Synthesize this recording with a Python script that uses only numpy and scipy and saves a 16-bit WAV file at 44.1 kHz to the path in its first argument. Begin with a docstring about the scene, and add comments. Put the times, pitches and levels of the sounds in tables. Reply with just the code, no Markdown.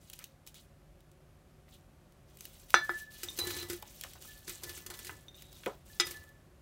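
"""A kitchen with a stone counter, one microphone within arm's reach of a glass jar.
Sliced garlic is swept into the jar by hand from a china dish. Dry skins rustle and snap, handfuls
patter in and wake the jar's hollow note, and a few pieces land with a dull thud. The dish knocks on
the jar's mouth and rings, then clinks on it again when empty. Counter and tiles throw back quick
reflections; behind it all the room rumbles and a faint hum wavers far off."""
import sys
import numpy as np
from scipy import signal
from scipy.fft import rfft, irfft
from scipy.io import wavfile
from scipy.ndimage import uniform_filter1d

SR = 44100
rng = np.random.default_rng(int(sys.argv[2]) if len(sys.argv) > 2 else 0)


def to_wav(s):
    """Save 16-bit WAV."""
    ch = np.atleast_2d(s).T  # columns
    pcm = np.round(np.clip(ch, -1, 1) * 32767)  # PCM
    wavfile.write(sys.argv[1], SR, pcm.astype(np.int16))


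N = 291501
TIME = np.arange(N) / SR
CUTOFF_HZ = 15800
DISH_PAIR_HZ = (1733.6, 1749.0)   # the dish's lowest modes, close enough to beat
# modes of the glass jar, the note of its air first: (frequency [Hz], level [dB], t60 [s])
JAR_MODES = [(351, -20, .17), (1270, -24, .1), (1980, -18, .17), (2277, -22, .15), (3327, -18, .13),
             (3702, -7, .075), (4078, -18, .17), (5038, -2, .065), (5170, -19, .1), (5995, -19, .12),
             (7057, -9, .055), (7290, -22, .1), (8550, -29, .15), (9280, -25, .1), (11780, -24, .08)]


def from_db(db):
    """Decibels to gain."""
    return 10 ** (np.asarray(db) / 20)


def rms_one(x):
    """Scale to unit rms."""
    return x / np.sqrt(np.mean(x ** 2) + 1e-20)


def add(out, start_s, sound):
    """Mix a sound in at a time."""
    at = round(start_s * SR)
    out[at:at + len(sound)] += sound[:N - at]


def cut(x, hz, kind, order=2):
    """Butterworth filter."""
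    sections = signal.butter(order, np.clip(hz, 10, .45 * SR), kind, fs=SR, output="sos")
    return signal.sosfilt(sections, x + 1e-18)


def coloured(x, colour, size=4096):
    """Minimum-phase filter of unit power gain that follows (frequency [Hz], level [dB]) points."""
    hz, db = np.transpose(colour)
    grid_hz = np.maximum(np.fft.rfftfreq(size, 1 / SR), 1)
    gain = from_db(np.interp(np.log(grid_hz), np.log(hz), db))
    cepstrum = irfft(np.log(gain))[:size // 2]
    cepstrum[1:] *= 2
    response = irfft(np.exp(rfft(cepstrum, size)))
    return signal.fftconvolve(x, response / np.linalg.norm(response))[:len(x)]


def drift(per_s):
    """Random wander: straight lines between values of spread 1."""
    knots = rng.standard_normal(N // 20)
    return np.interp(TIME * per_s, np.arange(len(knots)), knots)


def ringing(modes):
    """A body's answer to one click; neighbouring modes swing in opposite senses."""
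    t = TIME[:SR]
    return sum((-1) ** k * from_db(db - 60 * t / t60) * np.sin(2 * np.pi * hz * t)
               for k, (hz, db, t60) in enumerate(modes))


def bursts(onsets, t60):
    """Envelope that jumps at each (time [s], level [dB]) and dies away."""
    out = np.zeros(N)
    for s, db in onsets:
        add(out, s, from_db(db - 60 * TIME[:SR // 2] / t60))
    return out


def noise_burst(delay_s, db, t60):
    """One second holding a single dying puff of white noise."""
    return rng.standard_normal(SR) * bursts([(delay_s, db)], t60)[:SR]


def gestures(moves, attack_s, build_db):
    """Envelope of movements: each fades in, changes by build_db over its length and dies away."""
    out, t = np.zeros(N), TIME[:SR]
    for s, length, db, fall_db_per_s in moves:
        shape_db = build_db * np.minimum(t / length - 1, 0) - fall_db_per_s * np.maximum(t - length, 0)
        add(out, s, np.minimum(t / attack_s, 1) * from_db(db + shape_db))
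    return out


def grains(per_s, spread_db):
    """Tiny contacts at random moments; the spread makes a few stand out; rms 1."""
    sizes = from_db(spread_db * np.minimum(rng.exponential(1, N), 4))
    signs = rng.choice([-1, 1], N)
    return rms_one(sizes * signs * (rng.random(N) < per_s / SR))


def crackle(per_s, spread_db, clump_db, bands=10):
    """Grains dealt out to pitch bands, each band coming in its own clumps; rms 1."""
    clicks = grains(per_s, spread_db)
    edges_hz = np.linspace(np.sqrt(300), np.sqrt(CUTOFF_HZ), bands + 1) ** 2
    band_of_click = rng.integers(0, bands, N)
    out = np.zeros(N)
    for k in range(bands):
        clumps = from_db(clump_db * drift(per_s=90))
        out += cut(clicks * (band_of_click == k) * clumps, edges_hz[k:k + 2], "band", order=1)
    return rms_one(out)


def dish_knocks():
    """Each blow clacks and rings dish, jar and counter; a softer contact leaves the high modes out."""
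    # dish against jar: (time [s], level [dB], contact brightness [Hz], dish [dB], jar [dB],
    # counter [dB], crack [dB])
    blows = [(2.7422, -15, 7360, -2.5, -17, 11.5, -9.5), (2.8936, -27, 1210, -18.5, 7, 11, -6),
             (5.9989, -15, 8900, -28.5, 0, -7.5, -5), (6.0073, -22, 7000, -20, -18, -11.5, -4.5)]
    # modes of the china dish: (frequency [Hz], level [dB], t60 [s])
    dish_modes = [(2262, -16, .15), (2450, -21, .09), (2720, -19, .09), (3478, -15, .19), (3715, -10, .075),
                  (4108, -19, .23), (4784, -25, .25), (5438, -24, .19), (5955, -5, .04), (6010, -17, .16),
                  (8600, -21, .1)]
    # modes of the jar's foot on the counter: (frequency [Hz], level [dB], t60 [s])
    counter_modes = [(351, -30, .17), (636, -31, .08), (910, -35, .11), (1136, -27, .1), (1384, -24, .09),
                     (1613, -23, .09), (1919, -28, .1)]
    dish, jar = ringing(dish_modes), ringing(JAR_MODES)
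    clack = cut(ringing([(1450, 6, 0.0061)]), 700, "high", order=1)
    counter = ringing(counter_modes) + clack
    out = np.zeros(N)
    for s, db, contact_hz, dish_db, jar_db, counter_db, crack_db in blows:
        crack = cut(noise_burst(delay_s=0.0045, db=crack_db, t60=0.022), 990, "high")
        # many weak, close modes blur into a short clatter
        clatter = cut(noise_burst(delay_s=0, db=-8, t60=0.11), [1600, 3600], "band")
        bodies = from_db(dish_db) * dish + from_db(jar_db) * jar + from_db(counter_db) * counter
        add(out, s, from_db(db) * cut(bodies + crack + clatter, contact_hz, "low"))
    return cut(out, 210, "high")   # the knocks carry little bass


def dish_chimes(t60=.56):
    """The hand-held dish sings on after a touch, throbbing as its two lowest modes beat."""
    # touches on the rim, whose place starts the modes together or opposed:
    # (time [s], level [dB], sense [+1 or -1])
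    touches = [(2.7422, -29, -1), (2.89395, -38, 1), (3.46, -49, -1), (4.275, -56, -1), (4.66, -55, -1),
               (5.9, -62, 1), (5.9991, -52, -1), (6.137, -50, -1)]
    lower, upper = (ringing([(hz, 0, t60)]) for hz in DISH_PAIR_HZ)
    out = np.zeros(N)
    for s, db, sense in touches:
        add(out, s, from_db(db) * (lower + sense * upper))
    return out


def garlic_drops(splat_gain_db=-4, hollow_gain_db=2, glass_db=-33):
    """Moist pieces land in a spray of contacts that rings the glass; each puffs the air in the jar."""
    # pieces landing in the jar: (time [s], splat [dB], hollow note [dB])
    landings = [(3.233, -31.5, -45.5), (3.3884, -25.5, -39), (3.4395, -50, -45.5), (3.4703, -31, -37),
                (3.5045, -31.5, -52), (3.5664, -36.5, -41.5), (3.5987, -44, -55), (3.6268, -38.5, -44.5),
                (3.699, -31, -36.5), (3.7307, -38, -40), (4.4787, -34, -48.5), (4.4944, -36.5, -47),
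                (4.635, -33.5, -50), (4.6931, -35.5, -49.5), (4.774, -40.5, -53), (4.8632, -37, -52.5),
                (4.9015, -37, -48), (4.9392, -39.5, -81), (4.9901, -40, -79), (5.047, -38.5, -55.5),
                (5.0686, -39, -53.5), (6.0684, -34.5, -49.5), (6.109, -36, -50)]
    # spectrum of a moist splat: (frequency [Hz], level [dB])
    splat_colour = [(200, 11.5), (700, -14), (1400, 8.5), (3200, 4), (5000, 6), (8000, 5), (12000, 5),
                    (15500, 3.5)]
    splats = bursts([(s, db + splat_gain_db) for s, db, _ in landings], t60=0.068)
    spray = crackle(per_s=12000, spread_db=2.5, clump_db=2) * splats
    glass = signal.fftconvolve(spray, ringing(JAR_MODES[1:]))[:N]
    out = coloured(spray, splat_colour) + from_db(glass_db) * glass
    air_hz, _, air_t60 = JAR_MODES[0]
    for s, _, hollow_db in landings:
        add(out, s, ringing([(air_hz, hollow_db + hollow_gain_db, air_t60)]))
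    return out


def garlic_patter(heap_db=2, jar_db=-16, dish_db=-33, dish_t60=.25):
    """Tumbling pieces drum softly on the heap and brush the jar and the dish's edge."""
    # handfuls tumbling in: (start [s], length [s], end level [dB], settling [dB/s])
    handfuls = [(3.22, .12, -64.5, 101), (3.38, 0.25, -55, 88), (4.47, .05, -68, 100),
                (4.62, 0.12, -61.5, 63), (4.88, 0.16, -67, 98), (5.085, 0.014, -54.5, 280),
                (6.03, 0.077, -59, 83)]
    # spectrum of the drumming on the heap: (frequency [Hz], level [dB])
    heap_colour = [(45, -19.5), (80, 28.5), (115, 24.5), (180, -9.5), (280, 21.5), (600, 7), (1300, 12),
                   (2500, -26), (6000, -7.5)]
    flow = gestures(handfuls, attack_s=0.013, build_db=-6)   # a handful comes at once and thins out
    touches = grains(per_s=1100, spread_db=0) * flow
    damped_dish = ringing([(hz, 0, dish_t60) for hz in DISH_PAIR_HZ])
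    bodies = from_db(jar_db) * ringing(JAR_MODES[:4]) + from_db(dish_db) * damped_dish
    return from_db(heap_db) * coloured(touches, heap_colour) + signal.fftconvolve(touches, bodies)[:N]


def garlic_thuds(gain_db=2, band_ratio=1.56):
    """A firm piece lands and rocks: a dull, broad knock."""
    # heavy landings on something firm: (time [s], level [dB], pitch [Hz], t60 [s])
    landings = [(1.681, -64, 1690, 0.034), (3.8243, -42, 708, 0.032), (3.826, -46.5, 2200, 0.0092),
                (4.036, -41.5, 2080, 0.031), (4.046, -50, 890, 0.07), (4.153, -57.5, 1160, 0.095),
                (4.248, -57.5, 990, 0.048), (4.905, -52.5, 1040, .15), (5.093, -40, 1510, 0.035),
                (5.634, -49.5, 2200, 0.035), (5.6597, -37, 2070, 0.043), (5.6621, -32, 366, 0.096),
                (5.667, -39.5, 870, 0.15)]
    out, size = np.zeros(N), SR // 4
    for s, db, hz, t60 in landings:
        tone = cut(rng.standard_normal(size), [hz / band_ratio, hz * band_ratio], "band", order=3)
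        tone /= np.sqrt(uniform_filter1d(tone ** 2, size=500) + 1e-12)   # only the blow sets the level
        add(out, s, tone * bursts([(0.0014, db + gain_db)], t60)[:size])
    return out


def dry_skins(snap_gain_db=3):
    """Papery skins rustle in clumps of crisp ticks under the fingers, and now and then one snaps."""
    # finger strokes through the pieces: (start [s], length [s], end level [dB], settling [dB/s])
    strokes = [(0.0, 0.24, -60.5, 220), (.457, 0.03, -57.5, 499), (.54, 0.012, -55.5, 192),
               (1.68, 0.059, -64.5, 200), (2.27, 0.084, -68, 100), (2.38, 0.078, -57, 122),
               (2.52, 0.076, -61, 102), (2.68, 0.087, -52.5, 190), (2.83, 0.17, -51.5, 210),
               (3.1, 0.14, -50, 47), (3.36, 0.24, -44.5, 200), (3.68, 0.031, -46, 167.5),
               (3.85, .23, -55, 79.5), (4.2, 0.073, -54, 50), (4.46, .06, -49, 128),
               (4.62, 0.17, -50.5, 246), (4.89, .19, -52.5, 95), (5.34, 0.07, -59.5, 100.5),
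               (5.51, 0.16, -58, 120), (5.85, 0.11, -58, 101), (6.04, 0.052, -48, 123)]
    # skins snapping: (time [s], level [dB])
    breaks = [(0.099, -40.5), (0.1315, -43), (0.1345, -40.5), (0.1897, -39), (0.2407, -36.5), (0.4656, -47),
              (0.473, -41.5), (0.543, -47), (1.005, -59.5), (1.1149, -58), (2.122, -60), (2.3707, -45),
              (2.4073, -40), (2.4529, -37), (2.7041, -37.5), (2.848, -47), (3.3754, -40), (3.8244, -39.5),
              (4.0107, -34.5), (4.036, -35), (4.134, -45), (4.223, -43.5), (5.4216, -44), (5.5278, -47.5),
              (5.66, -40), (6.238, -52.5), (6.29, -56.5)]
    # spectrum of dry skin: (frequency [Hz], level [dB])
    skin_colour = [(300, -14), (900, -11.5), (1600, -6.5), (3300, 3.5), (5000, 0.5), (7500, 1.5),
                   (11000, -1), (15500, 2.5)]
    effort = gestures(strokes, attack_s=.015, build_db=6.5)   # the heap bunches up before the fingers
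    rustle = crackle(per_s=9000, spread_db=3.3, clump_db=4) * effort
    snap_envelope = bursts([(s + 0.00059, db + snap_gain_db) for s, db in breaks], t60=0.013)
    snaps = rng.standard_normal(N) * snap_envelope
    return coloured(rustle + snaps, skin_colour)


def nail_ticks(gain_db=4):
    """A fingernail ticks on the china dish and wakes a few of its high modes."""
    # nail ticks on the dish: (time [s], level [dB])
    taps = [(3.286, -37.5), (5.2832, -48.5), (5.345, -55), (5.564, -58.5)]
    # high modes of the dish under a nail: (frequency [Hz], level [dB], t60 [s])
    tick_modes = [(3643, 3, 0.041), (3600, -27, 0.17), (5990, -9.5, 0.044)]
    out, tink = np.zeros(N), ringing(tick_modes)
    for s, db in taps:
        add(out, s, from_db(db + gain_db) * tink)
    return out


def rubbing():
    """Pieces rub along china and glass: a wide band rasps, a narrow one squeaks."""
    # rubs: (start [s], length [s], level [dB], pitch [Hz], half bandwidth [Hz])
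    rubs = [(0.189, 0.048, -60.5, 1850, 696), (0.55, 0.053, -62.5, 3600, 696),
            (1.72, 0.043, -64.5, 3430, 695), (3.383, 0.071, -37, 4012, 30.4), (3.444, 0.22, -50, 4024, 90),
            (3.946, 0.42, -76, 3450, 700), (5.335, 0.29, -67.5, 3720, 130)]
    out = np.zeros(N)
    for s, length, db, hz, half_width_hz in rubs:
        size = int(length * SR)
        tone = cut(rng.standard_normal(SR), [hz - half_width_hz, hz + half_width_hz], "band")[-size:]
        add(out, s, from_db(db) * rms_one(tone) * signal.windows.tukey(size, .3))
    return out


def kitchen_echoes(direct, near_db=-7, near_t60=0.029, far_db=-8, far_t60=0.21, wall_hz=6000):
    """The direct sound, quick reflections from counter and tiles, then the tail of the room."""
    out = direct
    for db, t60 in ((near_db, near_t60), (far_db, far_t60)):
        echoes = cut(noise_burst(delay_s=.002, db=0, t60=t60), wall_hz, "low", order=1)
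        reflected = signal.fftconvolve(direct, echoes / np.linalg.norm(echoes))[:N]
        out = out + from_db(db) * reflected / 2
    return out


def room_tone(hum_hz=184, mains_hz=150.5, mains_db=-71, waver_db=3):
    """Low room rumble, a mains drone and a faint hum wavering far off."""
    # spectrum of the rumble: (frequency [Hz], level [dB])
    rumble_colour = [(15, -29.5), (25, -8.5), (43, 0), (76, -2), (149, -7.5), (317, -15.5), (363, -10),
                     (463, -22.5), (545, -13.5), (624, -18), (1020, -25.5), (1100, -23.5), (4740, -35.5),
                     (12900, -38.5), (16000, -46)]
    # slow swell of the rumble: (time [s], level [dB])
    rumble_levels = [(0.0, -61.5), (2.6, -59.5), (5.0, -58.5), (6.6, -59.5)]
    # harmonics of the far hum: (multiple of its pitch, level [dB])
    harmonics = [(2, -88), (3, -81), (4, -82.5)]
    swell = from_db(np.interp(TIME, *np.transpose(rumble_levels)))
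    rumble = coloured(rng.standard_normal(N), rumble_colour) * swell
    pitch_hz = hum_hz * (1 + .02 * drift(per_s=1) + .008 * drift(per_s=28))
    phase = 2 * np.pi * np.cumsum(pitch_hz) / SR
    hum = sum(from_db(db + waver_db * drift(per_s=0.43)) * np.sin(k * phase) for k, db in harmonics)
    mains = from_db(mains_db + waver_db * drift(per_s=1.3)) * np.sin(2 * np.pi * mains_hz * TIME)
    return rumble + np.sqrt(2) * (hum + mains)


def scene():
    """Dish, garlic and jar within arm's reach of one microphone, the room behind them."""
    handling = dish_knocks() + garlic_drops() + garlic_patter() + garlic_thuds()
    handling += dry_skins() + nail_ticks() + rubbing()
    return (kitchen_echoes(handling) + dish_chimes() + room_tone())[None]


def record(dry):
    """A low cut on the microphone takes out the deepest bass, and a steep filter the very top."""
    top_cut = signal.ellip(10, .2, 70, CUTOFF_HZ, fs=SR, output="sos")
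    return signal.sosfilt(top_cut, cut(dry, 34, "high", order=6))


dry = scene()
out = record(dry)
to_wav(out)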